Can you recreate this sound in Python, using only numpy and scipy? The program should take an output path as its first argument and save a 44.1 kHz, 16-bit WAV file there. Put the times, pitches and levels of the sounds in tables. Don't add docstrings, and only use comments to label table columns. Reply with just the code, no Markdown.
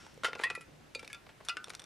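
import sys
import numpy as np
from scipy import signal
from scipy.fft import rfft, irfft, next_fast_len
from scipy.io import wavfile
from scipy.ndimage import uniform_filter1d

SR = 44100
rng = np.random.default_rng(int(sys.argv[2]) if len(sys.argv) > 2 else 0)


def volts_from_decibels(level):
    exponent = np.asarray(level, float) / 20
    return 10 ** exponent


def store_pcm(level_fs):
    pcm = np.round(np.clip(level_fs, -1, 1) * 32767).astype(np.int16)
    wavfile.write(sys.argv[1], SR, np.atleast_2d(pcm).T)


N = 81585


def unit(x):
    return x / np.sqrt(np.mean(x ** 2) + 1e-20)


def along(points, hz):
    f, v = np.transpose(points)
    return np.interp(np.log(hz + 1), np.log(f + 1), v)


def filtered(x, response):
    m = next_fast_len(x.shape[-1] + 8192)
    spectrum = rfft(x, m) * response(np.fft.rfftfreq(m, 1 / SR))
    return irfft(spectrum, m)[..., :x.shape[-1]]


def add(track, s, sound):
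    part = track[int(max(s, 0) * SR):][:len(sound)]
    part += sound[:len(part)]


def ring(modes, sag=0., attack_s=0.0003, scatter_db=1.5, detune=0., tilt_db=0., free_s=np.inf):
    sag_s, grip_t60_s = 0.02, 0.05
    slosh_hz, slosh = 59, 0.71
    hz, db, t60 = np.transpose(modes)[:, :, None]
    t60 = np.minimum(t60, 0.11 * (3000 / hz) ** 2)
    t = np.arange(int(min(t60.max(), 0.5) * SR)) / SR
    level_chance, pitch_chance = rng.standard_normal((2, len(modes), 1))
    knots = rng.standard_normal((2, len(modes), 128))

    def wander(part):
        return np.array([np.interp(t * slosh_hz, np.arange(len(k)), k - k[0]) for k in part])

    shake = slosh * (hz / 2200) ** 1.24
    swell = 1 + np.tanh(shake * wander(knots[0])) / 2
    held_t = t - sag * sag_s * (1 - np.exp(-t / sag_s))
    phase = 2 * np.pi * hz * (1 + detune * pitch_chance) * held_t
    waves = swell * np.sin(phase + shake * wander(knots[1]))
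    level_db = db + tilt_db * np.log2(hz / 4000) + scatter_db * level_chance
    grip_db = 60 * np.maximum(t - free_s, 0) / grip_t60_s
    decay = volts_from_decibels(level_db - 60 * t / t60 - grip_db)
    return (decay * waves).sum(0) * (1 - np.exp(-t / attack_s))


def burst(spectrum, t60, grit_db, tilt_db=0., rise=0.0015):
    t = np.arange(SR // 4) / SR
    bumps_db = 3 * rng.standard_normal(32)

    def colour(hz):
        ripple_db = np.interp(hz / 800, np.arange(len(bumps_db)), bumps_db)
        return volts_from_decibels(along(spectrum, hz) + ripple_db + tilt_db * np.log2((hz + 100) / 2000))

    noise = unit(filtered(rng.standard_normal(len(t)), colour))
    low = filtered(noise, lambda hz: 1 / (1 + (hz / 5000) ** 2))
    grit = volts_from_decibels(grit_db * unit(uniform_filter1d(rng.standard_normal(len(t)), size=40)))
    decaying = low * volts_from_decibels(-60 * t / t60) + (noise - low) * volts_from_decibels(-60 * t / (0.68 * t60))
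    return grit * decaying * (1 - np.exp(-t / (rise * t60)))


# (frequency [Hz], density [dB per Hz])
CRACK_SPECTRUM = [(150, -66), (250, -6), (1500, 0.5), (2500, 0.5), (6800, -12.5), (10500, -17),
                  (13000, -35), (15000, -36)]


def contacts(modes, hits, sag=0., attack_s=0.0003, free_s=np.inf):
    out = np.zeros(N)
    for s, ring_db, crack_db, t60, tilt_db in hits:
        add(out, s, volts_from_decibels(ring_db) * ring(modes, sag, attack_s, free_s=free_s))
        add(out, s, volts_from_decibels(crack_db) * burst(CRACK_SPECTRUM, t60, 0.95, tilt_db))
    return out


# (time [s], ring [dB], crack [dB], crack t60 [s], crack tilt [dB per octave])
FALLING_MODES = [(1270, -21, 0.027), (1350, -7.5, 0.46), (1397, -3.5, 0.14), (1412, -7.5, 0.38),
                 (2034, -5, 0.069), (2136, -17.5, 0.14), (2618, -14, 0.15), (2820, -15, 0.17),
                 (3086, -9.5, 0.12), (3614, -8, 0.12), (4170, -14.5, 0.1)]
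FALLING_HITS = [(0, -58.5, -57.5, 0.96, 2.5), (0.2347, -38.5, -30.5, 0.037, -2),
                (0.245, -41, -26, 0.047, -1), (0.2474, -29.5, -24.5, 0.025, -3),
                (0.2515, -32.5, -27, 0.012, -4.5), (.254, -45, -35.5, 0.14, 1),
                (.284, -52, -39.5, 0.038, -3.5), (0.3316, -42, -33, 0.018, -2.5),
                (.352, -65, -39, 0.038, -1.5), (0.356, -60, -37.5, 0.035, -6), (.393, -71, -33, 0.023, -4),
                (0.3985, -46, -30, 0.014, -8)]


def falling_can():
    return contacts(FALLING_MODES, FALLING_HITS)


# (frequency [Hz], density [dB per Hz])
HUSH_SPECTRUM = [(12, -54), (20, -9.5), (155, -4.5), (183, -6), (310, -6.5), (1170, -15.5), (1680, -14.5),
                 (1880, -16.5), (15000, -34)]
# (frequency [Hz], correlation [-1 to 1])
HUSH_LIKENESS = [(30, 0.092), (80, 1), (240, 0.2), (940, 0.05), (3700, 0.68), (14000, 0.174)]


def hush():
    hush_db, hum_hz, hum_db = -58.5, 150.9, -72
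    z = signal.stft(rng.standard_normal((2, N)), nperseg=512)[2]
    field = rng.standard_normal(z.shape[1:])
    for axis in (0, 1):
        field = uniform_filter1d(field, size=8, axis=axis)
    pair = signal.istft(z * volts_from_decibels(1.38 * unit(field)), nperseg=512)[1][:, :N]

    def mid_side(hz):
        turn = np.arccos(np.clip(along(HUSH_LIKENESS, hz), -1, 1)) / 2
        return volts_from_decibels(along(HUSH_SPECTRUM, hz)) * np.array([np.cos(turn), np.sin(turn)])

    mid, side = filtered(pair, mid_side)
    air = unit(np.array([mid + side, mid - side]))
    hum = unit(filtered(rng.standard_normal(N), lambda hz: 1 / (1 + ((hz - hum_hz) / 5) ** 2)))
    return volts_from_decibels(hush_db) * air + volts_from_decibels(hum_db) * hum


# (frequency [Hz], density [dB per Hz])
SCUFF_SPECTRUM = [(240, -61), (400, -4.5), (1140, -1.5), (2470, -6), (10100, -29.5), (15000, -45)]
# (time [s], level [dB], t60 [s], tilt [dB per octave])
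SCUFFS = [(0.048, -52.5, .03, 1), (0.064, -49, 0.038, 1.5), (.381, -52, 0.26, 4), (.403, -45.5, 0.27, 3.5),
          (.412, -47, 0.2, 2), (.421, -52, .03, 4), (1.2642, -47.5, 0.038, -1.5), (1.29, -52, 0.0924, -0.5),
          (1.404, -49.5, 0.068, -3), (1.464, -56.5, 0.12, 2), (1.672, -50.5, 0.033, 1.5),
          (1.682, -44.5, 0.039, 3.5), (1.695, -45.5, 0.066, 9), (1.735, -46, 0.028, 3.5),
          (1.743, -49, .05, 3), (1.801, -55, 0.17, -3)]


def leaves():
    out = np.zeros(N)
    for s, db, t60, tilt_db in SCUFFS:
        add(out, s, volts_from_decibels(db) * burst(SCUFF_SPECTRUM, t60, grit_db=3.0, tilt_db=tilt_db, rise=0.012))
    return out


# (frequency [Hz], level [dB], t60 [s])
BALL_MODES = [(1400, -8, .012), (3550, 0, .011), (4460, -9, .008), (5680, -2, .012), (8700, -4, .007),
              (9550, -6, .006), (12400, -13, .008)]
# (time [s], level [dB], tilt [dB per octave], crack over ring [dB])
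TICKS = [
    (0.142, -61.5, 11, 1),
    (0.176, -60.5, 6, -4.5),
    (1.486, -23, -1.5, -13.5),
    (1.6426, -32, -0.5, -12),
    (1.7025, -38.5, 3, -8),
    (1.7503, -37, 1.5, -4.5),
    (1.7951, -37.5, -0.5, -11),
    (1.7991, -42.5, 2, -5.5),
    (1.819, -43.5, 0.5, -9),
    (1.8405, -43.5, 2, -8.5),
]


def mixing_ball():
    out = np.zeros(N)
    for s, db, tilt_db, crack_db in TICKS:
        tick = ring(BALL_MODES, attack_s=0.00026, scatter_db=1.0, detune=0.0067, tilt_db=tilt_db)
        add(out, s, volts_from_decibels(db) * tick)
        add(out, s, volts_from_decibels(db + crack_db) * burst(CRACK_SPECTRUM, 0.022, 3.5, 3 + tilt_db))
    return out


# (frequency [Hz], level [dB], t60 [s])
BASE_MODES = [(350, -11, .014), (490, -.5, .021), (630, -5.5, .012), (800, -7, .01)]
# (time [s], peak [dB])
THUDS = [(0.176, -43), (0.2365, -44), (0.247, -24), (0.284, -28), (0.332, -31), (0.354, -33), (.367, -35.5),
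         (0.398, -26), (0.42, -33.5), (0.458, -36), (0.511, -31.5), (0.576, -34.5), (0.956, -34.5),
         (1.031, -36), (1.681, -38.5)]


def base_thuds():
    out = np.zeros(N)
    for s, db in THUDS:
        add(out, s, volts_from_decibels(db + 4) * ring(BASE_MODES, attack_s=0.0015, scatter_db=2, detune=0.03))
    return out


STRUCK_MODES = [(1104, -1, 0.075), (1945, 6.5, 0.12), (2055, -1.5, 0.15), (2340, -13, 0.2),
                (2450, -30, 0.35), (2540, -5.5, 0.12), (2715, -5.5, 0.27), (3530, -7, 0.16),
                (4250, -2.5, 0.097), (4810, -4.5, 0.1)]
STRUCK_HITS = [
    (.436, -32, -31.5, 0.073, 3.7),
]


def struck_can():
    return contacts(STRUCK_MODES, STRUCK_HITS, sag=0.0643)


ROLLING_MODES = [(1345, -3, 0.12), (1178, -8.5, 0.058), (1960, -3, 0.1), (2527, -7.5, 0.16),
                 (2465, -4.5, 0.13), (3890, -20, 0.2)]
ROLLING_HITS = [
    (0.469, -40, -60, 0.026, -3),
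    (.501, -35.5, -32, 0.053, 0),
    (.551, -36, -41.5, 0.059, 4.5),
    (0.609, -50.5, -51.5, 0.091, 6.5),
]


def rolling_can():
    return contacts(ROLLING_MODES, ROLLING_HITS)


LIFTED_MODES = [(1356, -13.5, 0.16), (2429, -0.5, 0.068), (2700, -5, 0.042), (3590, -4, 0.036),
                (3812, -9.5, 0.08), (4046, -7.5, 0.052), (4540, -4, .07), (4820, -11, 0.07),
                (5520, -18, 0.05)]
LIFTED_HITS = [
    (0.9491, -34, -40.5, 0.047, 9.5),
]


def lifted_can():
    return contacts(LIFTED_MODES, LIFTED_HITS)


JOLTED_MODES = [(1360, -15, 0.19), (2326, 1, 0.043), (2700, -2.5, 0.029), (3490, -13, .09),
                (4870, -12, 0.045), (5470, -9, .04)]
JOLTED_HITS = [
    (0.9934, -41.5, -48.5, 0.062, 6),
    (1.028, -50.5, -47.5, 0.049, 2),
    (1.046, -51, -50, 0.061, 4.5),
]


def jolted_can():
    return contacts(JOLTED_MODES, JOLTED_HITS)


KNOCKED_MODES = [(2350, -1, 0.025), (2550, 2, 0.022), (3700, -1, .025), (6700, -17, 0.012)]
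KNOCKED_HITS = [
    (1.077, -42, -44, 0.019, 8.7),
]


def knocked_can():
    return contacts(KNOCKED_MODES, KNOCKED_HITS)


GRAZED_MODES = [(1690, -0.5, 0.19), (2210, 1, 0.092), (2960, -5, .1), (4910, -7, .08)]
GRAZED_HITS = [
    (1.1, -52, -54, 0.15, 1.2),
]


def grazed_can():
    return contacts(GRAZED_MODES, GRAZED_HITS)


TILTED_MODES = [(1380, -10.5, 0.22), (1670, -13.5, 0.18), (2250, -5.5, 0.0815), (2390, 8, 0.019),
                (2520, -8, 0.1), (3510, -6, 0.065), (3570, -5, 0.1), (4650, -7, 0.038)]
TILTED_HITS = [
    (1.13, -42, -36.5, 0.015, 17),
    (1.1458, -48, -47, 0.054, 1.3),
]


def tilted_can():
    return contacts(TILTED_MODES, TILTED_HITS)


NUDGED_MODES = [(1240, -7, 0.48), (1398, -10.5, .5), (1526, -5.5, .35), (1553, 6, 0.042), (1770, 6, 0.02),
                (2210, -1.5, 0.05), (2470, -7, 0.044), (2820, -11, 0.11), (5270, -0.5, 0.05)]
NUDGED_HITS = [
    (1.449, -64, -51.5, 0.092, 10),
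    (1.569, -40, -35, 0.028, -0.5),
    (1.7025, -56.5, -37.5, 0.024, -0.5),
]


def nudged_can():
    return contacts(NUDGED_MODES, NUDGED_HITS, sag=0.038, free_s=0.066)


PLACED_MODES = [(1200, -20.5, 0.19), (1402.3, -1, 0.11), (1490, -10, 0.065), (2030, -14.5, 0.14),
                (2555, -1.5, 0.057), (2700, -14, 0.12), (2906, -3, 0.064), (3630, -18, 0.046),
                (4350, -4, 0.033), (5087, -2.5, .07)]
PLACED_HITS = [
    (1.4857, -57, -33, 0.015, -2.5),
    (1.492, -27.5, -35.5, 0.062, 2.5),
]


def placed_can():
    return contacts(PLACED_MODES, PLACED_HITS, sag=0.039, attack_s=0.007)


# (frequency [Hz], t60 [s])
TREES_T60 = [(1000, 0.24), (10000, 0.088)]


def trees(x):
    hz, t, z = signal.stft(rng.standard_normal((2, SR // 3)), SR, nperseg=256)
    z = z[0] + 0.2 * z * [[[0]], [[1]]]
    decay = volts_from_decibels(-60 * t / along(TREES_T60, hz)[:, None])
    tail = signal.istft(z * decay, SR, nperseg=256)[1]
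    delayed = np.pad(x, (150, 0))[None]
    return signal.fftconvolve(delayed, tail / np.linalg.norm(tail[0]), axes=1)[:, :N]


# (frequency [Hz], left over right [dB])
LEFT_OVER_RIGHT = [(500, .4), (5000, .4), (10000, 4.5)]
# (frequency [Hz], left lead [rad])
LEFT_LEAD = [(6000, 0), (10000, -.4), (12500, -1.8)]


def two_ports(hz):
    half = [0.5, -0.5]
    return volts_from_decibels(np.outer(half, along(LEFT_OVER_RIGHT, hz))) * np.exp(1j * np.outer(half, along(LEFT_LEAD, hz)))


def scene():
    foot_hz, trees_db = 225, -14.5
    sources = [falling_can, leaves, mixing_ball, base_thuds, struck_can, rolling_can, lifted_can, jolted_can,
               knocked_can, grazed_can, tilted_can, nudged_can, placed_can]
    near = sum(source() for source in sources)
    near = filtered(near, lambda hz: (1j * hz / foot_hz / (1 + 1j * hz / foot_hz)) ** 2)
    wet = near + volts_from_decibels(trees_db) * trees(near)
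    return filtered(wet, two_ports) + hush()


def roll_off(x):
    return signal.sosfilt(signal.butter(12, 15290, fs=SR, output="sos"), x)


def record(dry):
    top_hz, roll_db, steepness = 15200, -7.5, 4.8

    def microphone(hz):
        return (hz < top_hz) * volts_from_decibels(roll_db * np.minimum(hz / top_hz, 1) ** steepness)

    mix = filtered(dry, microphone)
    return roll_off(mix)


dry = scene()
out = record(dry)
store_pcm(out)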